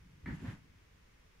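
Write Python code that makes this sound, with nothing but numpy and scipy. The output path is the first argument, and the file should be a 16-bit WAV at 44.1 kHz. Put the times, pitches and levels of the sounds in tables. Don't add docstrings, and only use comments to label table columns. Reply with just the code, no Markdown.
import sys
import numpy as np
from scipy import signal
from scipy.fft import rfft, irfft, next_fast_len
from scipy.io import wavfile
from scipy.ndimage import map_coordinates

SR = 44100
rng = np.random.default_rng(int(sys.argv[2]) if len(sys.argv) > 2 else 0)


def to_wav(s):
    ch = np.atleast_2d(s).T
    pcm = np.round(np.clip(ch, -1, 1) * 32767)
    wavfile.write(sys.argv[1], SR, pcm.astype(np.int16))


N = 61739

# frequency_hz, correlation
MATTRESS_CORRELATION = [(50, 1), (130, 0.97), (260, 0.91), (500, 0.15), (1500, 0.059)]


def paw_thuds():
    # start_s, level_db, pitch_hz
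    jolts = [(0.059, -46, 178), (0.229, -38, 69), (0.264, -28, 208.3), (.279, -31, 204), (.298, -39.5, 276),
             (.312, -32, 138), (.329, -28, 163), (.427, -34, 295), (.448, -33.5, 232), (.477, -30, 112),
             (0.502, -43.5, 186), (.523, -40.5, 143.7), (0.746, -53.5, 99)]
    # frequency_hz, gain_db, t60_s
    bed_modes = [(65, -22, .25), (108, -19, .28), (150, -27, .2), (201, -20, .2), (277, -23, .22),
                 (332, -26, .12), (386, -27, .18), (501, -29, .25)]
    rise_cycles, t60_cycles, ring_attack_s = 0.69, 10.3, 0.0091
    thuds = np.zeros(N)
    for start_s, level_db, pitch_hz in jolts:
        t = since(start_s)
        cycles = pitch_hz * t
        rise = 1 - np.exp(-(cycles / rise_cycles) ** 2)
        thud = np.sin(2 * np.pi * cycles) * fade(cycles, t60_cycles) * rise
        ring = np.zeros(N)
        for hz, gain_db, t60_s in bed_modes:
            drive = amp(gain_db + rng.normal(0, 1)) / np.hypot(1, (hz / pitch_hz) ** 2)
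            ring += drive * fade(t, t60_s) * np.sin(2 * np.pi * hz * t)
        thuds += amp(level_db) * (thud + ring * (1 - np.exp(-t / ring_attack_s)))
    return thuds + amp(-23) * bedroom_tail(thuds)


def mattress_shudder():
    # time_s, relative_db
    load_curve = [(0.209, -70), (.25, -54.5), (0.271, -38.5), (0.336, -39.5), (.36, -50.5), (0.416, -47),
                  (.435, -42), (.49, -43.5), (0.547, -50), (.575, -64), (0.661, -64.5)]
    # frequency_hz, gain_db
    padding = [(25, -32), (55, -1.5), (120, 0.5), (210, -1), (290, -3), (370, -15), (440, -27.5),
               (900, -63)]
    time_s, relative_db = np.transpose(load_curve)
    load = amp(np.interp(since(0), time_s, relative_db) - 2)
    release = fade(since(time_s[-1]), t60=0.66)
    return load * release * coloured(rng.standard_normal((2, N)), padding, MATTRESS_CORRELATION)


def frame_clacks():
    # start_s, level_db
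    clacks = [(.258, -39), (0.273, -58.5), (.291, -54), (.482, -53.5)]
    # frequency_hz, gain_db, t60_s
    wood_modes = [(944, -17, .09), (1303, -4, .02), (1530, -15, .06), (1704, -13, .17), (1757, -13, .16),
                  (1870, -7, .05), (2008, -11, .14), (2124, -9, .08), (2260, -3, .025)]
    # frequency_hz, gain_db
    crack_spectrum = [(300, -47), (800, 16.5), (2300, -1.5), (3200, 3), (6000, -17.5), (11000, -24),
                      (15000, -39)]
    attack_s = 0.002
    wood = np.zeros(N)
    for start_s, level_db in clacks:
        t = since(start_s)
        ring = np.zeros(N)
        for hz, gain_db, t60_s in wood_modes:
            drive = amp(gain_db + rng.normal(0, 1))
            ring += drive * fade(t, t60_s) * np.sin(2 * np.pi * (hz * t + rng.random()))
        noise = filtered(rng.standard_normal(N), lambda hz: amp(along(crack_spectrum, hz)))
        crack = amp(-9) * fade(t, t60=0.035) * unit(noise)
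        wood += amp(level_db) * (ring + crack) * (1 - np.exp(-(t / attack_s) ** 2))
    return wood + amp(0.5) * bedroom_tail(wood)


def cover_swish():
    # time_s, relative_db
    drag_curve = [(0.2, -96), (0.222, -100), (0.236, -102), (0.256, -85), (0.362, -74.5), (0.37, -79),
                  (0.516, -73.5), (0.58, -86), (0.61, -97), (0.62, -100)]
    # frequency_hz, gain_db
    swish_spectrum = [(200, -20), (600, -5), (1900, -8), (2700, 8.5), (4200, -3), (7000, -2.5), (8300, -9),
                      (11800, -8.5), (12800, -34), (15500, -33)]
    edge_s = 0.034
    t = since(0)
    time_s, relative_db = np.transpose(drag_curve)
    outside_s = np.maximum(time_s[0] - t, 0) + since(time_s[-1])
    drag = amp(np.interp(t, time_s, relative_db) + 9) * np.exp(-outside_s / edge_s)
    return drag * cloth_slips(swish_spectrum)


def duvet_crumple():
    # peak_s, level_db, rise_s, fall_s
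    crushes = [(0.287, -52.5, 0.017, 0.063), (.486, -52.5, 0.054, 0.054)]
    # frequency_hz, gain_db
    duvet_spectrum = [(200, -32), (480, -2), (700, -3.5), (960, 0), (1250, -4.5), (1600, 1), (2050, -2),
                      (2700, -12), (4200, -20), (9000, -35)]
    roundness = 1.34
    t = since(0)
    weight = np.zeros(N)
    for peak_s, level_db, rise_s, fall_s in crushes:
        width_s = np.where(t < peak_s, rise_s, fall_s)
        weight += amp(level_db) * np.exp(-np.abs((t - peak_s) / width_s) ** roundness)
    return weight * cloth_slips(duvet_spectrum)


def cloth_slips(spectrum):
    # frequency_hz, correlation
    correlation = [(400, 0), (1200, 0.41), (3000, 0.13), (10000, 0.024)]
    slips_per_s, spread_db, roughness_db = 13000, 0.5, 0.5
    slipping = rng.random((2, N)) < slips_per_s / SR
    slips = slipping * rng.standard_normal((2, N)) * amp(spread_db * rng.standard_normal((2, N)))
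    return amp(roughness_db * wobble(90)) * coloured(slips, spectrum, correlation)


def mattress_murmur():
    # frequency_hz, gain_db
    spectrum = [(25, -18.5), (60, 9), (110, 5), (170, 5.5), (260, -14.5), (420, -15), (800, -70)]
    start_db, fall_db_per_s, sway_db = -62.5, 10.5, 1.2
    level_db = start_db - fall_db_per_s * since(0) + sway_db * wobble(10)
    return amp(level_db) * coloured(rng.standard_normal((2, N)), spectrum, MATTRESS_CORRELATION)


def bedroom_tail(sound):
    # frequency_hz, t60_s
    decay_times = [(100, 0.73), (1000, 0.4), (2000, 0.27), (10000, 0.12)]
    delay_s = 0.009
    band_hz, t, bands = signal.stft(rng.standard_normal((2, SR // 2)), SR, nperseg=256)
    decay = fade(t, along(decay_times, band_hz)[:, None])
    tail = signal.istft(bands * decay, SR, nperseg=256)[1]
    wet = signal.fftconvolve(sound[None], tail / np.linalg.norm(tail[0]), axes=1)[:, :N]
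    return filtered(wet, lambda hz: np.exp(-2j * np.pi * hz * delay_s))


def room_tone():
    # frequency_hz, gain_db
    spectrum = [(20, -3.5), (50, 1), (100, -5), (160, -13), (250, -14), (500, -21), (750, -23.5),
                (1000, -19.5), (1350, -20.5), (2100, -18), (3100, -24), (4300, -29), (5900, -28),
                (8200, -38), (10500, -38), (15500, -41.5)]
    # frequency_hz, correlation
    correlation = [(50, 1), (130, 0.89), (260, 0), (500, 0), (1500, 0.062), (12000, 0)]
    return amp(-64.5) * coloured(rng.standard_normal((2, N)), spectrum, correlation)


def left_hiss():
    # frequency_hz, gain_db
    spectrum = [(150, -9.5), (450, 8.5), (700, -2.5), (2100, -4.5), (4000, -16), (8000, -16), (15000, -26)]
    lags_s = [0, 0.000566]
    hiss = filtered(rng.standard_normal(N),
                    lambda hz: amp(along(spectrum, hz)) * np.exp(-2j * np.pi * np.outer(lags_s, hz)))
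    return amp(-77) * unit(hiss)


def amp(db):
    return 10 ** (np.asarray(db) / 20)


def unit(x):
    return x / np.sqrt(np.mean(x ** 2) + 1e-20)


def along(points, hz):
    point_hz, values = np.transpose(points)
    return np.interp(np.log(hz + 1), np.log(point_hz + 1), values)


def since(start_s):
    return np.maximum(np.arange(N) / SR - start_s, 0)


def fade(t, t60):
    return np.exp(-np.log(1000) * t / t60)


def wobble(knots_per_s):
    return map_coordinates(rng.standard_normal(N // 20), [np.arange(N) * knots_per_s / SR], mode="wrap")


def filtered(x, response):
    size = next_fast_len(N + SR // 2)
    return irfft(rfft(x, size) * response(np.fft.rfftfreq(size, 1 / SR)), size)[..., :N]


def coloured(pair, spectrum, correlation):
    def mid_side_gains(hz):
        angle = np.arccos(np.clip(along(correlation, hz), -1, 1)) / 2
        return amp(along(spectrum, hz)) * [np.cos(angle), np.sin(angle)]
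    mid, side = filtered(pair, mid_side_gains)
    return unit(np.array([mid + side, mid - side]))


def scene():
    bound = paw_thuds() + mattress_shudder() + frame_clacks() + cover_swish() + duvet_crumple()
    return bound + mattress_murmur() + room_tone() + left_hiss()


def record(dry):
    return filtered(dry, lambda hz: hz < 15700)


dry = scene()
out = record(dry)
to_wav(out)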